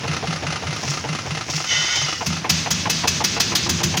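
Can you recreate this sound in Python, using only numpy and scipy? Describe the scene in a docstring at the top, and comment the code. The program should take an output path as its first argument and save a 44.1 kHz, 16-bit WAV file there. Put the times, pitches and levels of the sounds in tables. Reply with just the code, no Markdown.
"""Diesel engine starting in a brick yard.

A single-cylinder diesel coasts round and slowly loses speed: its wheels rumble, escaping air hisses,
unfired strokes chuff and loose valve gear clatters. A rasping squeal, probably its slipping belt, comes
just before it catches. Then it fires faster and faster: a gulp of air, a sharp crack, a booming pipe
and a rush of gas for every stroke."""
import sys
import numpy as np
from scipy import signal
from scipy.fft import rfft, irfft
from scipy.io import wavfile

SR = 44100
rng = np.random.default_rng(int(sys.argv[2]) if len(sys.argv) > 2 else 0)


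def to_wav(s):
    """Save 16-bit WAV."""
    ch = np.atleast_2d(s).T  # columns
    pcm = np.round(np.clip(ch, -1, 1) * 32767)  # PCM
    wavfile.write(sys.argv[1], SR, pcm.astype(np.int16))


N = 176400
EVENT_N = SR // 2
TIME_S = np.arange(N) / SR
AGE_S = TIME_S[:EVENT_N]  # time within one event


def amp(db):
    """Decibels to gain."""
    return 10 ** (np.asarray(db) / 20)


def unit_rms(x):
    """Scale to an rms of one."""
    return x / np.sqrt(np.mean(x ** 2) + 1e-20)


def add(mix, start_s, sound):
    """Mix a sound in at a time."""
    part = mix[max(round(start_s * SR), 0):][:len(sound)]
    part += sound[:len(part)]


def noise(spectrum, size=EVENT_N, grit_db=0):
    """Coloured noise; grit breaks it into uneven grains."""
    grain_db = grit_db * np.repeat(rng.standard_normal(size // 32 + 1), 32)[:size].clip(-2, 2)
    white = amp(grain_db) * rng.standard_normal(size)
    hz, db = np.transpose(spectrum)
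    bin_db = np.interp(np.log(np.fft.rfftfreq(size, 1 / SR) + 1), np.log(hz + 1), db)
    return unit_rms(irfft(rfft(white) * amp(bin_db), size))


def burst(rise_s, hold_s, decay_s):
    """Linear attack, hold, exponential release."""
    return np.minimum(AGE_S / rise_s, 1) * np.exp(-np.maximum(AGE_S - rise_s - hold_s, 0) / decay_s)


def ring(modes, detune, phase_spread=0):
    """Decaying modes, slightly different at each blow."""
    out = np.zeros(EVENT_N)
    for hz, db, t60_s in modes:
        turns = hz * (1 + detune * rng.normal()) * AGE_S + phase_spread * rng.random()
        out += amp(db - 60 * AGE_S / t60_s) * np.sin(2 * np.pi * turns)
    return out


def band_noise(hz, width_hz, size=EVENT_N):
    """Noise in a steep resonance that follows a pitch; at 0 Hz, a slow waver."""
    pole = np.exp(-np.pi * width_hz / SR)
    white = rng.standard_normal(size + EVENT_N) + 1j * rng.standard_normal(size + EVENT_N)
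    slow = signal.lfilter([1], [1, -2 * pole, pole * pole], white)[-size:]
    carrier = np.exp(2j * np.pi * np.cumsum(hz * np.ones(size)) / SR)
    return unit_rms((slow * carrier).real)


def blown(resonances, bend=1):
    """Turbulent air in a set of resonances."""
    return unit_rms(sum(amp(db) * band_noise(hz * bend, width_hz) for hz, width_hz, db in resonances))


# wheel rumble (frequency [Hz], level [dB])
RUMBLE_SPECTRUM = [(25, -28), (50, -26), (85, 6.5), (260, -2.5), (500, -9), (2400, -11), (6000, -19),
                   (8200, -47), (9800, -27), (12000, -62)]
# rumble envelope (time [s], level [dB])
RUMBLE_ENVELOPE = [(.3, -30.5), (1.3, -32.5), (1.9, -40), (2.6, -31.5), (4, -30.5)]


def wheels():
    """Turning wheels give a low, gritty rumble."""
    level = amp(np.interp(TIME_S, *np.transpose(RUMBLE_ENVELOPE)))
    return level * noise(RUMBLE_SPECTRUM, N, grit_db=2)


# escaping air (frequency [Hz], level [dB])
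HISS_SPECTRUM = [(500, -71), (2000, -3), (4000, -4), (5500, 6), (6600, 1.5), (8200, -15.5), (13000, -31.5),
                 (15200, -22)]
# hiss envelope (time [s], level [dB])
HISS_ENVELOPE = [(.74, -39), (.82, -31.5), (.92, -30), (1.02, -36.5), (1.46, -38.5), (1.52, -28.5),
                 (1.68, -31), (2.2, -33), (2.48, -45)]
# spits of air (time [s], level [dB])
AIR_SPITS = [(0.898, -26), (1.499, -24), (1.553, -25), (1.562, -24.5), (1.955, -23)]


def leak():
    """Escaping air hisses thinly and now and then spits."""
    out = amp(np.interp(TIME_S, *np.transpose(HISS_ENVELOPE))) * noise(HISS_SPECTRUM, N, grit_db=3.5)
    for start_s, db in AIR_SPITS:
        add(out, start_s, amp(db) * noise(HISS_SPECTRUM, grit_db=-3) * burst(.0015, .011, .0073))
    return out


# intake air (frequency [Hz], level [dB])
GULP_SPECTRUM = [(50, -19), (100, 0), (350, 1), (560, -4.5), (720, 3.5), (1150, -2), (1600, -3.5),
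                 (2700, -2), (8000, -40)]
# inlet resonances (frequency [Hz], width [Hz], level [dB])
INLET_BANDS = [(464, 30, -11), (872, 90, -6), (1020, 70, -9)]


def gulp(open_hz, shut_hz, glide_s, hollow_db, inlet_db):
    """Air drawn through the inlet; a hollow resonance glides as the cylinder fills."""
    hollow = band_noise(shut_hz + (open_hz - shut_hz) * np.exp(-AGE_S / glide_s), width_hz=233)
    air = noise(GULP_SPECTRUM, grit_db=.5) * np.exp(-AGE_S / .033)
    return air + amp(hollow_db) * hollow + amp(inlet_db) * blown(INLET_BANDS)


def chug(hz, swell_db, tail_db):
    """One round swell of air in the exhaust pipe, then a weaker ring."""
    pitch_hz = hz * (1 + .04 * band_noise(0, width_hz=20))
    envelope = amp(swell_db) * burst(.0091, .022, .0084) + amp(tail_db) * burst(.011, .061, .021)
    return np.sin(2 * np.pi * np.cumsum(pitch_hz) / SR) * envelope


def cycle_lengths_s():
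    """Gaps between strokes, unfired then fired; first and last repeated."""
    return np.pad(np.diff([row[0] for row in UNFIRED_STROKES + FIRED_STROKES]), 1, "edge")


# strokes while coasting (time [s], thump gain [dB], knock gain [dB])
UNFIRED_STROKES = [(.078, -21, -24.5), (.271, -21.5, -26), (.467, -22, -24), (.669, -22.5, -26),
                   (.877, -22, -25.5), (1.088, -21.5, -26), (1.307, -23.5, -25.5), (1.535, -23, -26),
                   (1.771, -28.5, -28.5), (2.016, -26, -24.5)]
# inlet pipe modes (frequency [Hz], level [dB], t60 [s])
INLET_MODES = [(86, -3.5, .25), (131.3, 0.5, 0.21), (279, -1, 0.078)]


def coasting():
    """Unfired strokes: a gulp that weakens as the engine slows, a low puff, a soft chug."""
    out, cycles_s = np.zeros(N), cycle_lengths_s()
    for (stroke_s, thump_db, _), before_s in zip(UNFIRED_STROKES, cycles_s):
        intake_s = stroke_s - .232 * before_s
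        speed_ratio = cycles_s[0] / before_s
        air = gulp(open_hz=413.6, shut_hz=958, glide_s=.0219, hollow_db=-5.5, inlet_db=-7.5)
        puff = ring(INLET_MODES, detune=.0093, phase_spread=1) * np.minimum(AGE_S / .0098, 1)
        add(out, intake_s, amp(thump_db - 4.5) * speed_ratio * air * burst(.0013, .02, .0084))
        add(out, intake_s + .01153, amp(thump_db - 3.5) * puff)
        add(out, stroke_s + .0033, amp(thump_db) * chug(hz=152.5, swell_db=-2, tail_db=-8))
    return out


# knocks per cycle (position [cycles], level [dB], pitch [Hz])
VALVE_KNOCKS = [(0, -0.5, 2700), (.182, -2, 2100), (.28, -0.5, 900), (.3, -4, 330), (.452, -.5, 1240)]
# knock rattle (frequency [Hz], level [dB])
KNOCK_SPECTRUM = [(120, -9), (300, -3.5), (1000, -0.5), (2500, -2), (6200, -5), (8300, -24.5), (9800, -16),
                  (12000, -59)]
# iron casing modes (frequency [Hz], level [dB], t60 [s])
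CASING_MODES = [(330, -2, 0.063), (762, -1.5, 0.047), (1235.5, -3, 0.11), (1347, -1, 0.062),
                (2063, -3.5, 0.11), (2560, -9.5, 0.19), (2756, -4.5, 0.094)]


def valve_gear():
    """Loose gear clacks on the casing until the engine picks up; knocks favour modes near their pitch."""
    out = np.zeros(N)
    casing = noise(KNOCK_SPECTRUM)  # dense ring shared by all knocks
    slow_strokes = [(stroke_s, db) for stroke_s, _, db in UNFIRED_STROKES] + [(FIRED_STROKES[0][0], -27)]
    for (stroke_s, stroke_db), cycle_s in zip(slow_strokes, cycle_lengths_s()[1:]):
        for position, knock_db, pitch_hz in VALVE_KNOCKS:
            modes = [(hz, db - 6 * abs(np.log2(hz / pitch_hz)), t60_s) for hz, db, t60_s in CASING_MODES]
            rattle = (casing + noise(KNOCK_SPECTRUM)) * burst(.00083, .004, .013)
            knock = amp(-3.5) * rattle + amp(1.5) * ring(modes, detune=.0042, phase_spread=.98)
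            add(out, stroke_s + position * cycle_s, amp(stroke_db + knock_db) * knock)
    return out


# squeal contour (time [s], level [dB], pitch [ratio])
SQUEAL_CONTOUR = [(1.653, -35.5, 1.02), (1.718, -19.5, .985), (1.791, -22, 1), (1.879, -23, .995),
                  (1.969, -21.5, 1.015), (2.111, -27.5, 0.97), (2.215, -40, 0.95)]
# squeal resonances (frequency [Hz], width [Hz], level [dB])
SQUEAL_BANDS = [(1440, 40, -6), (1890, 28, -5.5), (2046, 39, -.5), (2203, 18, -7), (2690, 86, -7.5),
                (3034, 120, 3.5), (3460, 50, -8), (3635, 54, -2.5), (5000, 120, -1.5), (5700, 130, -2),
                (6390, 190, -1.5)]
# friction rasp (frequency [Hz], level [dB])
RASP_SPECTRUM = [(300, -14), (900, -5), (5200, -1), (6500, -3.5), (8200, -22), (12000, -42)]


def belt():
    """Rough friction drives squealing resonances, each wavering on its own."""
    times_s, levels_db, ratios = np.transpose(SQUEAL_CONTOUR)
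    level = amp(np.interp(TIME_S, times_s, levels_db, left=-np.inf, right=-np.inf))
    bend = np.interp(TIME_S, times_s, ratios)
    tones = np.zeros(N)
    for hz, width_hz, db in SQUEAL_BANDS:
        waver = 1 + .005 * band_noise(0, width_hz=19.3, size=N)
        tones += amp(db) * band_noise(hz * bend * waver, width_hz, N)
    return level * (unit_rms(tones) + amp(-4.5) * noise(RASP_SPECTRUM, N, grit_db=1))


# firings (time [s], crack gain [dB], boom gain [dB], gulp gain [dB], jet pitch [Hz])
FIRED_STROKES = [(2.261, -20, -23.5, -21, 5600), (2.494, -12, -25, -19, 5200),
                 (2.705, -14.5, -28, -19, 5600), (2.896, -13.5, -29.5, -18, 5200),
                 (3.074, -13.5, -29.5, -16.5, 5900), (3.24, -13.5, -38, -19, 5300),
                 (3.399, -13, -39, -19.5, 5000), (3.551, -13, -49, -20.5, 4300),
                 (3.691, -15, -27.5, -24, 6300), (3.832, -16, -25, -21, 6200),
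                 (3.969, -17, -28, -19.5, 3100)]
# firing crack (frequency [Hz], level [dB])
CRACK_SPECTRUM = [(180, -28), (300, -12), (449, -19), (1150, -8.5), (2610, -5.5), (6030, -1.5),
                  (8300, -15.5), (13500, -19), (15200, -13), (16500, -33)]
# gas rush (frequency [Hz], level [dB])
RUSH_SPECTRUM = [(180, -36), (300, -15), (567, -15), (2610, 2), (6140, 3), (8440, -15), (13000, -33.5),
                 (15200, -20), (16500, -48)]
# exhaust outlet resonances (frequency [Hz], width [Hz], level [dB])
OUTLET_BANDS = [(1716, 40, -6.5), (2600, 27, -1), (3310, 90, -5.5), (4760, 86, -5), (4990, 33, 0),
                (6040, 120, 4.5), (6630, 89, 2.5)]
# air passage modes (frequency [Hz], level [dB], t60 [s])
BOOM_MODES = [(86.1, -3.5, 0.99), (146, -3.5, 0.38), (161.5, 4.5, 0.59), (186, 2.5, 0.38), (238, -4.5, 0.4)]


def firing():
    """Each firing gulps, cracks and booms; gas rushes on until the next compression chokes it."""
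    out, cycles_s = np.zeros(N), cycle_lengths_s()[len(UNFIRED_STROKES):]
    for stroke, before_s, cycle_s in zip(FIRED_STROKES, cycles_s, cycles_s[1:]):
        stroke_s, crack_db, boom_db, gulp_db, jet_hz = stroke
        choke = np.clip((cycle_s - .006 - AGE_S) / .0075, 0, 1)
        jet = band_noise(jet_hz * np.exp(-.6 * AGE_S), width_hz=1600)  # pitch sags as pressure falls
        tones = amp(-7) * jet + amp(-6.5) * blown(OUTLET_BANDS, bend=1 + .00587 * rng.normal())
        crack = (noise(CRACK_SPECTRUM) + tones) * burst(.0063, .0056, .0091)
        rush = (noise(RUSH_SPECTRUM, grit_db=-.5) + tones) * burst(.02, .085, .081) * choke
        boom = ring(BOOM_MODES, detune=.006) * burst(.0071, .09, .24) * (.071 + choke)
        air = gulp(open_hz=1314, shut_hz=518, glide_s=.01985, hollow_db=-4, inlet_db=-6.5)
        blow = noise(GULP_SPECTRUM) * burst(.00079, .008, .003)
        add(out, stroke_s - .22 * before_s, amp(gulp_db - 4) * air * burst(.0026, .019, .0077))
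        add(out, stroke_s - .0015, amp(crack_db - 2.5) * (crack + amp(-10.5) * rush))
        add(out, stroke_s, amp(crack_db - 13) * blow)
        add(out, stroke_s + .00878, amp(boom_db) * boom)
    return out


def running_drone():
    """A low shake, then a pipe resonance, build up as the engine gains speed."""
    pipe = np.interp(TIME_S, [3, 3.8], [0, 1]) * band_noise(hz=346, width_hz=39, size=N)
    shake = np.interp(TIME_S, [2.46, 2.6, 4], [0, .6, 1.3]) * band_noise(hz=168.5, width_hz=156, size=N)
    return amp(-34) * shake + amp(-36) * pipe


def yard_echoes(x, t60_s=.14, echoes_per_s=2000):
    """Short scattered echoes from the brick walls."""
    signs = rng.choice([-1., 1.], EVENT_N)
    arrivals = (rng.random(EVENT_N) < echoes_per_s / SR) & (AGE_S > .006)
    highpass = signal.butter(2, 300, "high", fs=SR, output="sos")
    tail = signal.sosfilt(highpass, signs * arrivals * amp(-60 * AGE_S / t60_s))
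    return signal.fftconvolve(x, tail / np.linalg.norm(tail))[:N]


def scene():
    """Engine, belt and their echoes over the wheel rumble, in mono."""
    engine = coasting() + valve_gear() + firing() + running_drone() + leak() + belt()
    mix = engine + amp(-14) * yard_echoes(engine) + wheels()
    return np.array([mix, mix])


def record(dry):
    """Bass roll-off at 48 Hz, steep treble cut at 16.1 kHz."""
    highpass = signal.butter(2, 48, "high", fs=SR, output="sos")
    lowpass = signal.firwin(511, 16100, window=("kaiser", 9), fs=SR)
    return signal.oaconvolve(signal.sosfilt(highpass, dry), lowpass[None], "same")


dry = scene()
out = record(dry)
to_wav(out)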